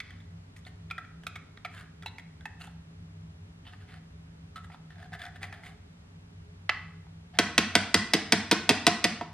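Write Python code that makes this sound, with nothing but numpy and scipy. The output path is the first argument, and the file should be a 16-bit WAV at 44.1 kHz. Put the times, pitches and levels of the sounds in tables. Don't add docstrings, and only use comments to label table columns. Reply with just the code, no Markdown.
import sys
import numpy as np
from scipy import signal
from scipy.fft import rfft, irfft, next_fast_len
from scipy.io import wavfile

SR = 44100
rng = np.random.default_rng(int(sys.argv[2]) if len(sys.argv) > 2 else 0)


def store_wav(level_fs):
    pcm = np.round(np.clip(np.atleast_2d(level_fs), -1, 1) * 32767)
    wavfile.write(sys.argv[1], SR, pcm.T.astype(np.int16))


N = 411453

# (frequency [Hz], relative level [dB], ring time t60 [s])
TIN_MODES = [(675, 5, 0.026), (727, 1.5, 0.065), (788, 7.5, 0.025), (866, 3.5, 0.037), (901, 4.5, 0.027),
             (1228, 0, 0.033), (1306, 0, 0.043), (1381, 5.5, 0.03), (1530, 3, 0.035), (1643, 9, 0.021),
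             (1800, 6, 0.026), (1978, 7.5, 0.033), (2075, 4, 0.025), (2202, 3, 0.045), (2317, -5, 0.026),
             (2517, 2.5, 0.025), (2690, 1.5, 0.025), (3035, 8, 0.013), (3328, 5.5, 0.031), (3540, 9, 0.019),
             (3910, 4.5, 0.019), (4230, 5.5, 0.016), (4785, 7.5, 0.013), (5320, 6, 0.02),
             (6210, 1.5, 0.015), (7000, 0, 0.0072), (8560, 8, 0.0086)]
LOW_HZ, TICK_HZ = 1050, 5000
SHORT = 4096
BEND, BEND_S = 0.019, 0.022


def gain_of(db):
    return 10 ** (np.asarray(db) / 20)


def evened(x):
    return x / np.sqrt(np.mean(x ** 2) + 1e-20)


def read(points, hz):
    f, value = np.transpose(points)
    return np.interp(np.log(hz + 1), np.log(f + 1), value)


def add(mix, s, sound):
    part = mix[..., max(round(s * SR), 0):][..., :sound.shape[-1]]
    part += sound[..., :part.shape[-1]]


def coloured(points, size=N):
    fast = next_fast_len(size, True)
    colour = gain_of(read(points, np.fft.rfftfreq(fast, 1 / SR)))
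    spectrum = rfft(rng.standard_normal(fast)) * colour
    return evened(irfft(spectrum, fast)[:size])


def resonate(x, hz, width):
    r = np.exp(-np.pi * width / SR)
    return 2 * signal.lfilter([1 - r], [1, -r * np.exp(2j * np.pi * hz / SR)], x).real


def strike(modes, weight_db, contact_ms, chance=1., bend=0.):
    hz, db, t60 = np.transpose(modes)[:, :, None]
    t = np.arange(SHORT) / SR
    luck_db = 2.5 * chance * rng.standard_normal(hz.shape)
    phase = rng.random(hz.shape)
    slide = bend * rng.uniform(-0.44, 1, hz.shape) * (t - BEND_S * (1 - np.exp(-t / BEND_S)))
    db = db + np.reshape(weight_db, (-1, 1)) + luck_db
    decay = gain_of(db - 60 * t / t60)
    ring = (decay * np.sin(2 * np.pi * (hz * (t + slide) + phase))).sum(0)
    swell = 1 - np.exp(-t * 1000 / max(contact_ms, .05))
    fade_out = np.minimum((SHORT / SR - t) / .03, 1)
    sound = ring * swell * fade_out
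    return sound / abs(sound).max()


def burst(points, envelope):
    noise = rng.standard_normal(SHORT) * envelope
    colour = gain_of(read(points, np.fft.rfftfreq(SHORT, 1 / SR)))
    gate = np.minimum(envelope / (.1 * envelope.max()), 1)
    for _ in range(3):
        z = rfft(noise)
        noise = irfft(z / (abs(z) + 1e-12) * colour, SHORT) * gate
    return evened(noise) * np.sqrt(np.mean(envelope ** 2))


def placed(sound, pan_db, lead):
    side = np.tanh(pan_db * np.log(10) / 40) * sound + lead * np.gradient(sound)
    return np.array([sound, side])


def kitchen():
    # (frequency [Hz], width [Hz], level [dB])
    hum_bands = [(75.1, 12.5, -57), (94, 6, -52.5), (163.4, 6.8, -53.5), (220.2, 18.6, -65.5),
                 (260, 18, -68), (415.5, 11, -71.5)]
    # (frequency [Hz], relative density [dB per Hz])
    air_colour = [(12, -52), (20, -18), (37, -9), (81, 1.5), (127, -7), (168, -0.5), (210, -12),
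                  (357, -18.5), (410, -20.5), (513, -20.5), (1660, -25.5), (7730, -39.5), (11800, -48.5),
                  (13200, -74), (16000, -80)]
    # (frequency [Hz], relative density [dB per Hz])
    hiss_colour = [(12, -60), (20, -34), (158, -7.5), (285, -2), (319, -6), (399, -2), (485, -7), (527, -5),
                   (897, -6.5), (1810, -9.5), (3840, -13.5), (12400, -28.5), (16000, -62)]
    air_db, hiss_db = -57, -62.5
    noise = rng.standard_normal(N)
    hum = np.zeros(N)
    for f, width, db in hum_bands:
        hum += gain_of(db) * evened(resonate(resonate(noise, f, width), f, 3 * width))
    mid = hum + gain_of(air_db) * coloured(air_colour)
    return np.array([mid, gain_of(hiss_db) * coloured(hiss_colour)])


def taps():
    # (time [s], level of the ring [dB], favoured middle pitch [Hz],
    # favoured high pitch [Hz], low modes over middle [dB], high modes over middle [dB],
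    # ring time t60 of the favoured middle mode [ms], ring time t60 of the favoured high mode [ms])
    tap_list = [(0.002, -27.5, 2010, 2237, -22, 4, 23, 31), (0.106, -38.5, 1970, 3180, -27, -7, 33, 26),
                (0.203, -47, 1800, 3500, -14, 2, 30, 28), (0.564, -43.5, 1870, 2425, -17, 6, 30, 23),
                (0.65, -44, 1300, 3560, -11, 12, 30, 25), (0.666, -38.5, 1994, 4200, -1, -2, 34, 25),
                (0.9012, -38, 2000, 3520, -15, 0, 15, 15), (0.91, -23.5, 1340, 2370, -8, 4.5, 40, 41),
                (0.98, -28, 1800, 3500, -8.5, -6.5, 22, 23), (0.984, -28.5, 1336, 2220, -14, -13, 30, 25),
                (1.0485, -44, 1500, 2300, -18, -4, 30, 30), (1.235, -40, 1650, 3020, -8, 1, 25, 15),
                (1.267, -24, 1346, 2450, -8, 4.5, 43, 28), (1.2685, -34, 1400, 3740, -16, 8, 30, 28),
                (1.3555, -38, 1900, 3580, -12, 1, 16, 26), (1.3585, -32.5, 1200, 2210, -12, -3, 22, 38),
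                (1.365, -40.5, 1240, 2170, -12, 6, 27, 46), (1.573, -39.5, 1920, 3630, -9, -6, 20, 17),
                (1.648, -27, 1300, 2290, -4.5, 1.5, 25, 25), (1.6515, -29.5, 1220, 2020, -4, -1, 30, 30),
                (1.659, -34, 1950, 2310, -7.5, -2, 44, 25), (1.738, -44, 1450, 2420, -12, 2, 28, 28),
                (1.778, -41, 1550, 2730, -12, 3, 40, 30), (2.024, -38.5, 1800, 3520, -9, -1, 20, 15),
                (2.032, -42, 1360, 2400, -15, -6, 45, 28), (2.06, -28, 1930, 3835, 7.5, 0.5, 27, 84),
                (2.0605, -31, 1590, 2670, -12, 8, 27, 35), (2.07, -39, 2100, 4030, -10, 5, 25, 60),
                (2.08, -39, 1930, 3930, -14, 2, 26, 43), (2.183, -33, 2000, 2270, -7, 0.5, 30, 17),
                (2.196, -39, 2030, 3300, -6, -3, 37, 20), (2.408, -45, 1630, 3500, -12, -4, 35, 15),
                (2.455, -26, 1775, 2590, -1.5, 0.5, 63, 33), (2.611, -40, 1350, 2770, -10, 6, 30, 36),
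                (2.617, -40, 1500, 4270, -10, 7, 20, 22), (2.64, -43, 1600, 2750, -3, -2, 34, 25),
                (2.673, -42.5, 1340, 3350, 10, -4, 30, 25), (3.652, -47.5, 1960, 2980, -6, 4, 30, 20),
                (3.667, -42.5, 1800, 3000, -8, 4, 30, 22), (3.734, -44, 1680, 2690, -6, -9, 25, 30),
                (3.812, -49, 1430, 2700, -6, -5, 30, 30), (4.558, -33.5, 1289, 4080, -14, -6, 140, 38),
                (4.559, -41, 1900, 2910, -17, -6, 34, 25), (4.643, -45, 1320, 3120, -16, -14, 40, 25),
                (4.7, -41.5, 1800, 2540, 5, -8, 25, 25), (4.718, -45, 2040, 2450, -6, 0, 30, 43),
                (4.7445, -37.5, 1300, 3430, 6, -12, 29, 23), (4.903, -43.5, 1800, 3080, -16, -14, 30, 20),
                (4.956, -49, 1670, 3680, -6, -8, 30, 20), (4.982, -46, 1630, 2210, -6, -10, 30, 20),
                (5.027, -40, 1700, 3450, -2, -12, 33, 25), (5.058, -45.5, 1610, 3100, -3, -11, 30, 20),
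                (5.131, -33.5, 1680, 3440, -14, -10, 30, 20), (5.137, -31, 1630, 2720, -10, -10, 40, 25),
                (5.151, -36.5, 2050, 3500, 3, -8, 25, 20), (5.194, -41, 1630, 3570, -10, 0, 30, 23),
                (5.217, -31.5, 1680, 3350, -8, 0, 29, 20), (5.238, -35, 1510, 2370, -11, -4, 30, 20),
                (5.253, -36, 1890, 3500, -4, -6, 30, 20), (5.264, -37, 1650, 2300, -10, -8, 33, 20),
                (5.282, -41, 1670, 3400, -8, -10, 27, 20), (5.359, -38, 1780, 3600, -6, -9, 35, 25),
                (5.416, -45, 1490, 2550, 0, -8, 30, 25), (5.43, -27.5, 1810, 2450, -10, 1, 23, 18),
                (5.4395, -31.5, 2140, 2480, -7, -11, 32, 20),
                (5.526, -33.5, 1750, 2440, -8.5, -9.5, 30, 25), (5.635, -38.5, 2020, 2280, -6, -10, 34, 30),
                (5.665, -38, 2025, 2240, -9, -5, 32, 30), (7.067, -51, 1300, 2350, 4, -5, 27, 30)]
    # (time [s], favoured low pitch [Hz],
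    # left over right [dB], relative tick level [dB])
    grip = [(0, 675, -2, -20.5), (1, 697, -1, -26), (1.27, 686, -2, -17), (1.6, 687, -2, -25.5),
            (2.03, 693, -1.5, -18), (2.05, 860, -2, -19.5), (3.7, 880, -1.2, -29), (3.8, 715, -1.2, -30),
            (4.6, 724, -1.2, -17), (4.7, 880, -1.2, -26), (4.8, 860, -1.2, -33), (4.9, 724, 1, -19),
            (5.7, 725, .2, -21), (7.1, 890, -2, -28)]
    high_hz_border = 2200
    contact_ms, tick_per_high = 0.96, 0.28
    free_db = 5
    twin_gap, twin_db = 0.041, -5
    out = np.zeros((2, N))
    hz = np.transpose(TIN_MODES)[0]
    group = np.digitize(hz, [LOW_HZ, high_hz_border, TICK_HZ])
    when, held_hz, held_pan, held_db = np.transpose(grip)
    tick_fade_db = -60 * np.arange(SHORT) / SR / 0.049
    for s, db, mid_hz, high_hz, low_db, high_db, mid_ms, high_ms in tap_list:
        tick_db = np.interp(s, when, held_db) + tick_per_high * high_db
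        modes, twins = np.array(TIN_MODES), []
        for spot_hz, ring_ms in [(mid_hz, mid_ms), (high_hz, high_ms)]:
            t60 = max(ring_ms, 5) / 1000
            modes[np.argmin(abs(hz - spot_hz))] = spot_hz, free_db, t60
            twins.append((spot_hz * (1 + twin_gap), free_db + twin_db, t60))
        favoured_hz = np.array([np.interp(s, when, held_hz), mid_hz, high_hz, 6000])
        octaves_away = abs(np.log2(modes[:, 0] / favoured_hz[group]))
        group_db = np.array([low_db, 0, high_db, tick_db + 10])
        weight_db = group_db[group] - np.minimum(50 * octaves_away, 13)
        sound = strike([*modes, *twins], [*weight_db, 0, high_db], contact_ms, chance=.5, bend=BEND)
        tick = evened(resonate(resonate(rng.standard_normal(SHORT), 4000, 7300), 6000, 14000))
        sound += tick * gain_of(tick_db - 3.0 + tick_fade_db)
        add(out, s, gain_of(db) * placed(sound, np.interp(s, when, held_pan), lead=1.0))
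    return out


def scraping():
    # (start [s], rise [s], hold [s], release [s], relative pressure [dB],
    # pitch favoured by the spot rubbed [Hz], relative wall boom [dB], relative grit [dB])
    stroke_list = [(0.011, .002, 0.11, 0.17, -57, 2020, -28, -31),
                   (0.558, 0.0069, 0.01, 0.039, -59, 1930, -30, -8),
                   (0.656, 0.011, 0.012, 0.034, -51.5, 2000, -13, -18),
                   (0.904, 0.0018, 0.0044, 0.0027, -52, 2300, -8, -21),
                   (1.7, 0.043, 0.066, 0.069, -49, 1560, -19, -20),
                   (2.59, 0.021, .03, 0.083, -50, 2780, -12.5, -14.5),
                   (3.643, 0.026, 0.029, 0.033, -53, 3050, -14, -23),
                   (3.703, 0.026, .012, .04, -54.5, 1600, -15, -25),
                   (3.778, 0.035, 0.017, 0.072, -57, 1600, -11, -24),
                   (3.867, 0.025, 0.08, .035, -54, 1890, -8.5, -23),
                   (4.564, .002, .004, 0.056, -46, 1350, -15, -21),
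                   (4.634, 0.0095, .003, 0.029, -53, 1400, -22, -17),
                   (4.692, 0.035, 0.019, 0.028, -55, 2290, -5, -22),
                   (4.9, .002, 0.0045, 0.086, -56, 1740, -12, -27),
                   (4.962, 0.032, 0.051, 0.048, -55, 1690, -0.5, -23),
                   (5.119, 0.015, 0.016, 0.034, -44, 1730, -3.5, -23),
                   (5.182, 0.019, 0.05, 0.054, -45.5, 1740, -2.5, -20.5),
                   (5.341, 0.018, 0.0027, 0.03, -50.5, 1740, -10, -22),
                   (5.406, 0.024, 0.01, 0.069, -43, 2020, -7, -20.5),
                   (5.519, 0.0057, 0.0034, 0.11, -47.5, 1780, -6, -22),
                   (5.62, 0.027, 0.034, 0.075, -49, 2030, -7.5, -18.5),
                   (7.332, .012, 0.035, .004, -51.5, 1800, 0.5, -27)]
    start_db, end_db = -15.5, -22
    boom_follows = 0.4
    jerks_per_s = 800
    out = np.zeros(N)
    hz = np.transpose(TIN_MODES)[0]
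    body = (hz > LOW_HZ) & (hz < TICK_HZ)
    body_hz = hz[body, None]
    soft = signal.butter(2, 4300, fs=SR, output="sos")
    for s, *parts, pressure_db, spot_hz, boom_db, grit_db in stroke_list:
        bends = np.cumsum([0, *np.maximum(parts, .001)])
        t = np.arange(0, bends[-1], 1 / SR)
        fade_db = np.interp(t, bends, [start_db, 0, 0, end_db])
        jerk_size = gain_of(2.9 * np.minimum(rng.exponential(1, len(t)), 3.5))
        jerks = jerk_size * (rng.random(len(t)) < jerks_per_s / SR)
        slip = rng.standard_normal(len(t)) * (jerks + 0.21)
        wall = np.array([gain_of(db + 1.6 * rng.standard_normal()) * resonate(slip, f, 3.6 / t60)
                         for f, db, t60 in TIN_MODES])
        spot = gain_of(-np.minimum(30 * abs(np.log2(body_hz / spot_hz)), 9))
        rub = (1500 / body_hz) ** 0.33
        stroke = evened((wall[body] * rub * spot).sum(0))
        stroke = evened(signal.sosfilt(soft, stroke))
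        boom = resonate(wall[hz < LOW_HZ].sum(0), 728, 40)
        rasp = evened(resonate(resonate(slip, 5200, 7100), 5300, 9000))
        grit = 0.43 * evened(wall[hz > TICK_HZ].sum(0)) + 1.4 * rasp
        grit = resonate(grit, 7100, 11000)
        stroke += gain_of(boom_db - (1 - boom_follows) * fade_db) * evened(boom)
        stroke += gain_of(grit_db + 9.0) * evened(grit)
        stroke *= signal.windows.tukey(len(t), .08)
        add(out, s, gain_of(fade_db + pressure_db - 3.5) * stroke)
    return placed(out, -0.86, lead=1.0)


def set_down():
    # (time [s], peak level [dB], contact [ms], left over right [dB])
    landing = (6.6925, -11.5, 3.5, -4)
    # (frequency [Hz], relative density [dB per Hz])
    clack_colour = [(200, -30), (630, -14), (774, -6), (860, -11), (967, -22), (1170, -2), (1320, -8.5),
                    (1430, -7), (1560, -13.5), (1670, -5), (1820, -6.5), (2020, 1.5), (2250, -7.5),
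                    (2480, -11), (2660, -2), (2850, -12), (3100, -6), (3440, -15), (4000, -14),
                    (4840, -15.5), (5460, -24), (7300, -34.5), (10500, -40), (16000, -80)]
    resting = 0.7
    out = np.zeros(N)
    s, db, contact_ms, pan_db = landing
    u = np.arange(SHORT) / SR * 1000 / contact_ms
    hz, mode_db, _ = np.transpose(TIN_MODES)
    clack = burst(clack_colour, u * np.exp(-u ** 1.4))
    weight_db = 1.1 * read(clack_colour, hz) - mode_db
    ring = strike(np.multiply(TIN_MODES, [1, 1, resting]), weight_db, contact_ms, chance=.3)
    sound = 1.9 * clack / abs(clack).max() + ring
    add(out, s, gain_of(db) * sound / abs(sound).max())
    return placed(out, pan_db, lead=0.62)


def blow(tilt_db, contact_ms, belly_db, spots_hz):
    # (frequency [Hz], relative level [dB], ring time t60 [s])
    can_modes = [(700, -6, 0.096), (945, -6, 0.04), (1074, -6.5, 0.037), (1290, -7.5, 0.035),
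                 (1500, -6.5, 0.042), (1813, -7.5, 0.034), (1990, -3.5, 0.04), (2185, -5.5, 0.041),
                 (2340, -8, 0.052), (2493, -6, 0.058), (2650, -7, 0.041), (2790, -14, 0.03),
                 (3270, 0.5, 0.039), (3550, -2.5, 0.03), (3970, -5, 0.019), (4250, -2, 0.015),
                 (4450, -4, 0.02), (4814, -2.5, 0.029), (5020, 0, 0.024), (5826, -5, 0.026),
                 (6060, -5, 0.026), (6800, -22, 0.0072), (7220, -5, .01), (7480, -10.5, 0.014),
                 (8540, 1.5, 0.01), (9500, -12, 0.0039), (11060, -6.5, 0.0066), (12900, -13, .004)]
    # (frequency [Hz], relative density [dB per Hz])
    clatter_colour = [(180, -44), (300, -9.5), (520, -17), (680, -3), (850, -16), (1200, -11), (1970, -9),
                      (3520, -9.5), (4990, -11), (6410, -20), (8500, -23.5), (10000, -29), (12700, -30),
                      (16500, -54)]
    spot_lift_db, spot_octaves = 6.5, 0.058
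    t = np.arange(SHORT) / SR
    hz = np.transpose(can_modes)[0]
    octaves_away = np.log2(hz[:, None] / spots_hz)
    spot_db = spot_lift_db * np.exp(-(octaves_away / spot_octaves) ** 2).sum(1)
    weight_db = tilt_db * np.log2(hz / 2000) + belly_db * (hz == hz.min()) + spot_db
    sound = strike(can_modes, weight_db, contact_ms, chance=.6, bend=BEND / 3)
    swell = 1 - np.exp(-t * 1000 / max(contact_ms, .05))
    clatter = burst(clatter_colour, swell * gain_of(-5.5 + 1.4 * tilt_db - 60 * t / 0.035))
    return np.array([sound + clatter, 0.88 * sound + 1.216 * clatter])


def counter_thud():
    # (frequency [Hz],
    # relative level [dB], ring time t60 [s])
    counter_modes = [(98.6, -19, 0.31), (230, -6.5, 0.057), (262, -5, 0.044), (312, 3, .03),
                     (412.7, -3, 0.042)]
    t = np.arange(SHORT) / SR
    hz, db, t60 = np.transpose(counter_modes)[:, :, None]
    ring = (gain_of(db - 60 * t / t60) * np.sin(2 * np.pi * hz * t)).sum(0)
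    thud = ring * (1 - np.exp(-t / 0.0024))
    return thud / abs(thud).max()


def wobble():
    start_hz, climb_hz_per_s, length_s = 146.2, 840, 0.11
    t = np.arange(0, length_s, 1 / SR)
    shape = np.clip(t / .025, 0, 1) * np.clip((length_s - t) / 0.011, 0, 1)
    return shape * np.sin(2 * np.pi * (start_hz * t + climb_hz_per_s * t ** 2 / 2 + rng.random()))


def knocks():
    # (time [s], relative blow level [dB], clack of the first landing [dB],
    # delay of the second landing [ms], its thud [dB], lowest can mode [dB], wobble [dB],
    # first pitch favoured by the spot struck [Hz], second favoured pitch [Hz])
    knock_list = [(7.3875, -8, -17, 14.7, -26, 6, -36.5, 1990, 1500),
                  (7.579, -7, -19, 21.5, -30, -12, -34.5, 2730, 1960),
                  (7.7528, -7.5, -21, 18.6, -27.5, 0, -35.5, 2000, 1520),
                  (7.9426, -7.5, -18.5, 19, -23, -0.5, -34, 1990, 4800),
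                  (8.1353, -8, -21, 14.6, -15.5, -1, -39, 1990, 4730),
                  (8.322, -6.5, -15.5, 17.6, -29, 0.5, -31.5, 945, 5020),
                  (8.5127, -7.5, -13.5, 14.6, -14, -4, -41, 1570, 4420),
                  (8.6916, -6.5, -16, 16, -13.5, -2.5, -38.5, 3160, 2670),
                  (8.8667, -6.5, -9, 15, -20.5, 7, -35.5, 1970, 940),
                  (9.0417, -9.5, -15, 14.5, -25, 1, -36, 2450, 1990),
                  (9.2108, -23, -40, 15, -47, 0, -55, 915, 2650)]
    contact_ms, hard_tilt_db = 0.52, 1
    firm_db, soften = -12, 1.2
    crack_db, push_db = 0.35, -18.5
    land_ms, thud_db = 8.3, -8
    reclack_db = -4
    out = np.zeros((2, N))
    thud = counter_thud()
    for s, db, clack_db, again_ms, again_db, belly_db, wobble_db, *spots_hz in knock_list:
        add(out[0], s, gain_of(wobble_db) * wobble())
        add(out, s, gain_of(db + push_db) * thud[None])
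        tilt_db = hard_tilt_db + soften * min(db - firm_db, 0)
        crack = blow(tilt_db, contact_ms, min(belly_db, 0), spots_hz)
        add(out, s, gain_of(db + crack_db) * crack)
        clack = gain_of(clack_db) * blow(-3.5, 0.49, belly_db, spots_hz)
        add(out, s + land_ms / 1000, gain_of(db + thud_db) * thud + clack)
        reclack = gain_of(reclack_db) * blow(-2.5, 0.55, belly_db, spots_hz)
        add(out, s + again_ms / 1000, gain_of(again_db) * (thud + reclack))
    return placed(out[0], -1.37, lead=0.89), out[1]


def room(x):
    # (frequency [Hz], t60 [s])
    echo_decay = [(150, 0.77), (500, 0.57), (1400, 0.57), (3700, 0.55), (8000, 0.45), (12000, 0.22)]
    # (frequency [Hz], relative level [dB])
    echo_colour = [(150, -1.5), (500, -2), (900, 3.5), (1400, 6), (3700, -0.5), (8000, -1), (12000, -10)]
    # (frequency [Hz], side over mid [dB])
    echo_width = [(150, -31), (500, -20), (1400, -12.5), (3700, -5.5), (8000, 5), (12000, 15)]
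    hz, t, z = signal.stft(rng.standard_normal((3, 2, SR)), SR, nperseg=256)
    z *= gain_of(read(echo_colour, hz)[:, None] - 60 * t / read(echo_decay, hz)[:, None])
    z[:, 1] *= gain_of(read(echo_width, hz))[:, None]
    tails = signal.istft(z, SR, nperseg=256)[1][..., :SR // 2]
    tails *= np.clip(np.arange(SR // 2) / SR / 0.0029, 0, 1)
    turn = np.arange(N) / SR * 1.6
    wet = np.zeros((2, N))
    for k, tail in enumerate(tails):
        share = np.sqrt(2 / 3) * np.cos(2 * np.pi * (turn + k / 3))
        wet += signal.oaconvolve((x * share)[None], tail, axes=1)[:, :N]
    return wet / np.linalg.norm(tails[0, 0])


def scene():
    tin = taps() + scraping() + set_down()
    can, outward = knocks()
    near = tin + can + room(gain_of(-13.5) * tin[0] + gain_of(-12.0) * outward)
    reach = signal.butter(2, [120, 13500], "band", fs=SR, output="sos")
    mid, side = signal.sosfilt(reach, near) + kitchen()
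    return np.array([mid + side, mid - side])


def record(dry):
    edge_hz, ceiling = 16600, 1
    soft = ceiling * np.tanh(dry / ceiling)
    lowpass = signal.firwin(511, edge_hz, window=("kaiser", 9), fs=SR)
    return signal.oaconvolve(soft, lowpass[None], "same")


dry = scene()
out = record(dry)
store_wav(out)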